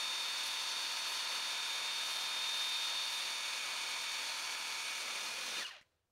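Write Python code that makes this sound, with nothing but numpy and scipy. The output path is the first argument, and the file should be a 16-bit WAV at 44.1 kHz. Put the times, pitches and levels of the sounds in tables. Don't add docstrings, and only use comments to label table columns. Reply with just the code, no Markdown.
import sys
import numpy as np
from scipy import signal
from scipy.fft import rfft, irfft, next_fast_len
from scipy.io import wavfile

SR = 44100
rng = np.random.default_rng(int(sys.argv[2]) if len(sys.argv) > 2 else 0)


def store_wav(level_fs):
    pcm = np.round(np.clip(np.atleast_2d(level_fs), -1, 1) * 32767)
    wavfile.write(sys.argv[1], SR, pcm.T.astype(np.int16))


N = 269615
TIME = np.arange(N) / SR
BINS = np.fft.rfftfreq(2 * next_fast_len(N // 2 + 1, True), 1 / SR)

RELEASE_S, COLLAPSE_S = 5.609, 0.057
SEAT_S, SEATING_S, SEAT_DB = 5.797, 0.04, -21
FLUTTER_HZ = 39.385
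SPUTTER_DB = 2


def undb(db):
    return 10 ** (np.asarray(db) / 20)


def curves(rows):
    s, *columns = np.transpose(rows)
    return [np.interp(TIME, s, column) for column in columns]


def colour(points):
    hz, db = np.transpose(points)
    return undb(np.interp(np.log(BINS + 1), np.log(hz), db))


def shape(x, gain):
    spectrum = rfft(x, 2 * len(BINS) - 2)
    return irfft(spectrum * gain)[:N]


def unit(x, lo=0, hi=SR / 2):
    return x / np.std(shape(x, (BINS >= lo) & (BINS <= hi)))


def walk(rate):
    return unit(shape(rng.standard_normal(N), 1 / (1 + (BINS / rate) ** 4)))


def since(s):
    return np.maximum(TIME - s, 0)


def ramp(s, length_s):
    return np.minimum(since(s) / length_s, 1)


def hump(s, half_length_s):
    return np.exp(-2 * ((TIME - s) / half_length_s) ** 2)


def resonance(hz, centre, width):
    return 1 / (1 + 2j * (hz - centre) / width)


def droplets(per_s, scatter_db, haze):
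    landed = rng.random(N) < per_s / SR
    size = undb(scatter_db * np.minimum(rng.exponential(size=N), 5))
    hits = landed * rng.standard_normal(N) * size
    return unit(hits) + haze * rng.standard_normal(N)


# frequency in Hz, relative level in dB per Hz.
YARD_COLOUR = [(30, -14.5), (60, -7), (85, 0.5), (130, -7.5), (200, -16.5), (500, -16), (1200, -25),
               (3300, -31), (6000, -29.5), (15000, -36)]
YARD_DB = -85


def yard():
    air = unit(shape(rng.standard_normal(N), colour(YARD_COLOUR)))
    return air * undb(YARD_DB + 0.74 * walk(7.2))


def bay(x, wet_db, t60_s):
    echo = rng.standard_normal(N) * undb(-60 * TIME / t60_s) * (TIME > 0.002)
    echo = echo / np.linalg.norm(echo)
    return x + undb(wet_db) * signal.fftconvolve(x, echo)[:N]


# frequency in Hz, relative level in dB per Hz.
PANEL_COLOUR = [(40, -37), (110, -15.5), (160, -17.5), (230, -3.5), (330, -8.5), (560, -0.5), (900, -19),
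                (3000, -50)]
PANEL_S, PANEL_ATTACK_S, PANEL_DB, PANEL_RISE_DB_PER_S = 4.87, 0.1, -67, 10.5


def panel():
    level = undb(PANEL_DB + PANEL_RISE_DB_PER_S * since(PANEL_S))
    envelope = ramp(PANEL_S, PANEL_ATTACK_S) * level * (1 - ramp(RELEASE_S, COLLAPSE_S))
    return unit(shape(droplets(620, 1.2, 0.96), colour(PANEL_COLOUR))) * envelope


# frequency in Hz, relative level in dB per Hz.
LAST_DROPS_COLOUR = [(200, -6), (550, 8), (900, 1), (1650, 0), (2300, -4), (3800, -3), (6000, -9),
                     (15000, -21)]
LAST_DROPS_DB, LAST_DROPS_FALL_DB_PER_S = -77, -57


def last_drops():
    level = undb(LAST_DROPS_DB + LAST_DROPS_FALL_DB_PER_S * since(SEAT_S))
    envelope = ramp(SEAT_S, SEATING_S / 2) * level
    return unit(shape(droplets(2500, 1.4, 1.1), colour(LAST_DROPS_COLOUR))) * envelope


# (approached far above 5 kHz, then scaled out of the overall level).
VALVE_CLICKS = [(5.8129, -54, 0.0026, -6), (5.819, -63, 0.0079, 12), (5.8285, -62, .0015, -15)]
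# frequency in Hz, relative level in dB per Hz.
CLICK_COLOUR = [(300, -9), (1000, -23), (1700, 3), (3200, -9), (6000, -15), (10000, -25), (15000, -37)]


def valve():
    out = 0
    for s, db, ring_s, treble_db in VALVE_CLICKS:
        tilt = undb(treble_db * BINS / (BINS + 5000))
        tick = unit(shape(rng.standard_normal(N), colour(CLICK_COLOUR) * tilt))
        out = out + tick * undb(db) * (TIME >= s) * np.exp(-np.abs(TIME - s) / ring_s)
    return out


# middle in seconds, pitch there in Hz, half-length in seconds,
# peak level in dB.
CHIRPS = [(5.547, 2170, .024, -52), (5.571, 2900, .012, -50), (5.585, 1300, .04, -54),
          (5.607, 4400, .012, -49)]
CHIRP_GLIDE_S = 0.25


def chirps():
    out, waver = 0, 1 + 0.01 * walk(200)
    for s, hz, half_length_s, db in CHIRPS:
        glide = np.exp(-np.clip((TIME - s) / CHIRP_GLIDE_S, -1, 1))
        turn = 2 * np.pi * np.cumsum(hz * glide * waver) / SR
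        out = out + np.sqrt(2) * np.sin(turn) * undb(db) * hump(s, half_length_s)
    return out


# middle in seconds, half-length in seconds, peak level in dB.
SIZZLES = [(.47, .07, -53), (1.11, 0.07, -53), (2.13, 0.18, -55), (2.6, .4, -59), (3.16, 0.23, -59)]
# frequency in Hz, relative level in dB per Hz.
SIZZLE_COLOUR = [(2000, -22), (6000, -6), (8000, -3), (10800, 2.5), (12500, -6), (15500, -11)]


def sizzles():
    envelope = sum(undb(db) * hump(s, half_length_s) for s, half_length_s, db in SIZZLES)
    return unit(shape(droplets(5000, 1.5, 0.6), colour(SIZZLE_COLOUR))) * envelope


# multiple of the pitch, level in dB before it flickers.
SQUIRT_PARTIALS = [(1, -4), (2, -2), (3, -7.5), (4, -7), (5, -13), (6, -15)]
# centre in Hz, width in Hz, peak gain in dB.
SQUIRT_BODY = [(600, 170, 0.5), (1130, 170, -3), (1560, 90, 2.5), (1830, 150, 4.5), (2470, 110, 5),
               (2870, 100, 12), (3470, 160, 3), (4050, 160, 0)]
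SQUIRT_S, SQUIRT_HZ, SQUIRT_DB = 5.583, 2507, -41.5
SQUIRT_ATTACK_S, SQUIRT_GLIDE_S, SQUIRT_FALL_DB_PER_S = 0.02, 0.1325, -93
SQUIRT_END_S, SQUIRT_FADE_S = 5.77, 0.017
SQUIRT_AIR_DB = -4


def squirt():
    start_s = SQUIRT_S - SQUIRT_ATTACK_S
    hz = SQUIRT_HZ * np.exp((SQUIRT_ATTACK_S - since(start_s)) / SQUIRT_GLIDE_S)
    level = undb(SQUIRT_DB + SQUIRT_FALL_DB_PER_S * since(SQUIRT_S))
    envelope = ramp(start_s, SQUIRT_ATTACK_S) * level
    turn = 2 * np.pi * np.cumsum(hz * (1 + 0.016 * walk(350) + 0.01 * walk(60))) / SR
    note = 0
    for multiple, db in SQUIRT_PARTIALS:
        flicker_db = 2.2 * walk(170) + 2.6 * walk(55)
        note = note + undb(db + flicker_db) * np.sin(round(multiple) * turn)
    note = note * (1 - ramp(SQUIRT_END_S, SQUIRT_FADE_S))
    air = undb(SQUIRT_AIR_DB + SPUTTER_DB * walk(60)) * rng.standard_normal(N)
    air = air * (1 - ramp(SEAT_S, SEATING_S))
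    power = 0
    for centre, width, peak_db in SQUIRT_BODY:
        power = power + np.abs(undb(peak_db) * resonance(BINS, centre, width)) ** 2
    return shape((note + air) * envelope, np.sqrt(power))


# centre in Hz, width in Hz (a second pole is four times
# as wide), level in dB relative to the mist's flow level, dB gained at full lift.
WAND = [(118.5, 20, -48, 4.5), (263, 18.2, -24, 1), (425, 49, -34.5, 0.5), (550, 54, -27.5, 2.5),
        (659, 28, -22, -7), (922, 39, -8.5, -0.5), (1023, 5.1, -11.5, -4), (1280, 102, -18, 2),
        (1660, 174, -25.5, -2), (2257, 38, -14, 13), (2650, 300, -20.5, 2.5), (3432, 22, -7.5, -2),
        (3506, 18, -10.5, -3), (4465, 110, -5.5, -4), (4570, 26, -14.5, -1), (6820, 200, -22.5, 5.5),
        (8760, 260, -30, 10.5)]


def flutter(lift):
    cycle = np.cumsum(FLUTTER_HZ * (1 + 0.0002 * walk(3) + 0.0008 * walk(40))) / SR
    size = 2 ** 14
    place = (cycle % 1 * size).astype(int)
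    harmonics = np.arange(size // 2 + 1) * FLUTTER_HZ
    gush = np.exp(2j * np.pi * rng.random(len(harmonics)))
    out = 0
    for hz, width, db, lift_db in WAND:
        response = resonance(harmonics, hz, width) * resonance(harmonics, hz, 4 * width)
        ring = irfft(gush * np.abs(response)) * size / np.sqrt(2)
        out = out + ring[place] * undb(db + lift_db * lift + 0.5 * walk(3.6))
    return out


def tone(hz, waver_hz, flicker_db):
    turn = 2 * np.pi * np.cumsum(hz + waver_hz * walk(58.7)) / SR
    return np.sqrt(2) * np.sin(turn) * undb(flicker_db * walk(39))


# time in seconds, level in dB.
WHISTLE_LEVEL = [(0, -42), (.55, -46.5), (1.3, -47), (1.65, -44), (2.15, -45), (2.6, -40.5), (3, -43),
                 (3.25, -47), (3.7, -51), (4.15, -48), (4.4, -57.5), (4.8, -54), (4.95, -53.5), (5.2, -52),
                 (5.35, -59), (5.53, -51), (5.59, -45)]
# pitch in Hz, level in dB relative to the mist's flow level,
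# dB gained at full lift.
EDGE_TONES = [(1704, -12.5, 1), (2448, -8.5, 6), (2538, -17, 4), (3407, -11.5, 2), (4247, -9, -4),
              (5112, -14.5, -4), (7181, -23, -2), (7262, -23, -2), (8899, -24, 0)]
WHISTLE_HZ, WHISTLE_SAG_HZ_PER_S = 3654, -1
BEND_S, BEND_GLIDE_S = 5.603, 0.15


def whistles(lift, mist_db):
    db, = curves(WHISTLE_LEVEL)
    bend = np.exp(-since(BEND_S) / BEND_GLIDE_S)
    main_hz = (WHISTLE_HZ + WHISTLE_SAG_HZ_PER_S * TIME) * bend
    out = tone(main_hz, waver_hz=4.33, flicker_db=0.9) * undb(db)
    for edge_hz, rel_db, lift_db in EDGE_TONES:
        edge = tone(edge_hz * bend, waver_hz=5, flicker_db=1.7)
        out = out + edge * undb(mist_db + rel_db + lift_db * lift)
    return out


def flow_db(lift, db, drift_db_per_s, lift_db, collapse_db, drain_db_per_s):
    steady_db = db + drift_db_per_s * TIME + lift_db * lift
    release_db = collapse_db * ramp(RELEASE_S, COLLAPSE_S) + drain_db_per_s * since(RELEASE_S)
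    return steady_db + release_db + SEAT_DB * ramp(SEAT_S, SEATING_S)


# frequency in Hz, relative level in dB per Hz.
SPRAY_COLOUR = [(30, -46), (200, -30.5), (450, -19.5), (850, -13.5), (1280, -3), (1800, -5), (2650, -1),
                (3800, -3.5), (4350, -1), (4850, -7), (6100, -5.5), (7800, -17), (8900, -12), (12500, -23),
                (15600, -29)]


def spray(drum_db, splash_db, mist_db):
    hiss = colour(SPRAY_COLOUR)
    low = 1 / (1 + (BINS / 900) ** 6)
    high = 1 - 1 / (1 + (BINS / 3400) ** 6)
    drum = shape(droplets(3000, 1.74, 0.99), hiss * np.sqrt(low))
    splash = shape(droplets(10000, 1.2, 1.2), hiss * np.sqrt((1 - low) * (1 - high)))
    mist = shape(droplets(18000, 1.0, 1.2), hiss * np.sqrt(high))
    drum = unit(drum, 300, 850) * undb(drum_db + 1.3 * walk(5.6))
    splash = unit(splash, 1100, 2100) * undb(splash_db + 0.76 * walk(45))
    mist = unit(mist, 4800, 12000) * undb(mist_db + 0.9 + 0.5 * walk(17))
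    return drum + splash + mist


# time in seconds, gain in dB at the band's centre.
RUSH = [(0, 0), (1.4, 0.5), (2.3, 1), (2.6, 1.5), (3.1, 1.5), (3.4, -0.2), (4.2, -0.5), (4.5, -2.5),
        (5.05, -1), (5.3, -1.5), (5.5, -1.5), (5.6, .7)]
RUSH_HZ, RUSH_WIDTH_HZ = 3970, 2400
FINE_HZ, FINE_FALL_DB_PER_S = 7200, -45
PULSING_DB = 0.55
GLANCE_S, GLANCE_SWING_S, GLANCE_DB = 0.001094, 0.00014, -21


def jet(x, lift):
    rush_db, = curves(RUSH)
    middle = shape(x, np.exp(-(2 * (BINS - RUSH_HZ) / RUSH_WIDTH_HZ) ** 2))
    x = x + middle * (undb(rush_db) - 1)
    fine = shape(x, 1 - 1 / (1 + (BINS / FINE_HZ) ** 8))
    x = x + fine * (undb(FINE_FALL_DB_PER_S * since(RELEASE_S)) - 1)
    throb_db = PULSING_DB * np.sin(2 * np.pi * FLUTTER_HZ * TIME)
    spit_db = SPUTTER_DB * ramp(RELEASE_S, COLLAPSE_S) * walk(70)
    x = x * undb(throb_db + spit_db)
    lag_s = GLANCE_S + GLANCE_SWING_S * (lift + 0.5 * walk(1.5))
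    return x + undb(GLANCE_DB) * np.interp(TIME - lag_s, TIME, x)


# time in seconds, lift from 0 to 1.
LIFT = [(0, 0.5), (.8, 0), (1.4, 0.15), (1.7, 0.6), (2.9, 0.3), (3.3, 0.7), (3.8, 0.97), (4.5, 0.57),
        (4.9, 0.99), (5.6, 0.83)]
# level in dB, drift as the tank empties in dB/s, dB gained at
# full lift, step as the flow collapses in dB, fall as the wand drains in dB/s. The mist plays 0.9 dB above its own.
DRUM_FLOW = (-61, 0.18, -1, -11, -27)
SPLASH_FLOW = (-52, -0.05, -0.5, -2, -68)
MIST_FLOW = (-48.5, -0.1168, -0.5, 0, -135)
EASE_S, EASING_S = 4.84, 1
UNSTEADY_S, UNSTEADY_FADE_S = 5.59, 0.057


def scene():
    lift, = curves(LIFT)
    drum_db = flow_db(lift, *DRUM_FLOW)
    splash_db = flow_db(lift, *SPLASH_FLOW)
    mist_db = flow_db(lift, *MIST_FLOW)
    steady = 1 - ramp(UNSTEADY_S, UNSTEADY_FADE_S)
    buzz = flutter(lift) * undb(mist_db) * (1 - ramp(EASE_S, EASING_S))
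    hiss = jet(spray(drum_db, splash_db, mist_db), lift) + sizzles()
    near = hiss + panel() + chirps() + squirt() + valve() + last_drops()
    wet = bay(near, wet_db=-14, t60_s=0.16)
    mono = wet + steady * (buzz + whistles(lift, mist_db)) + yard()
    return np.array([mono, mono])


TOP_HZ = 15720


def record(dry):
    low_pass = signal.ellip(12, 0.1, 90, TOP_HZ, fs=SR, output="sos")
    return signal.sosfilt(low_pass, dry)


dry = scene()
out = record(dry)
store_wav(out)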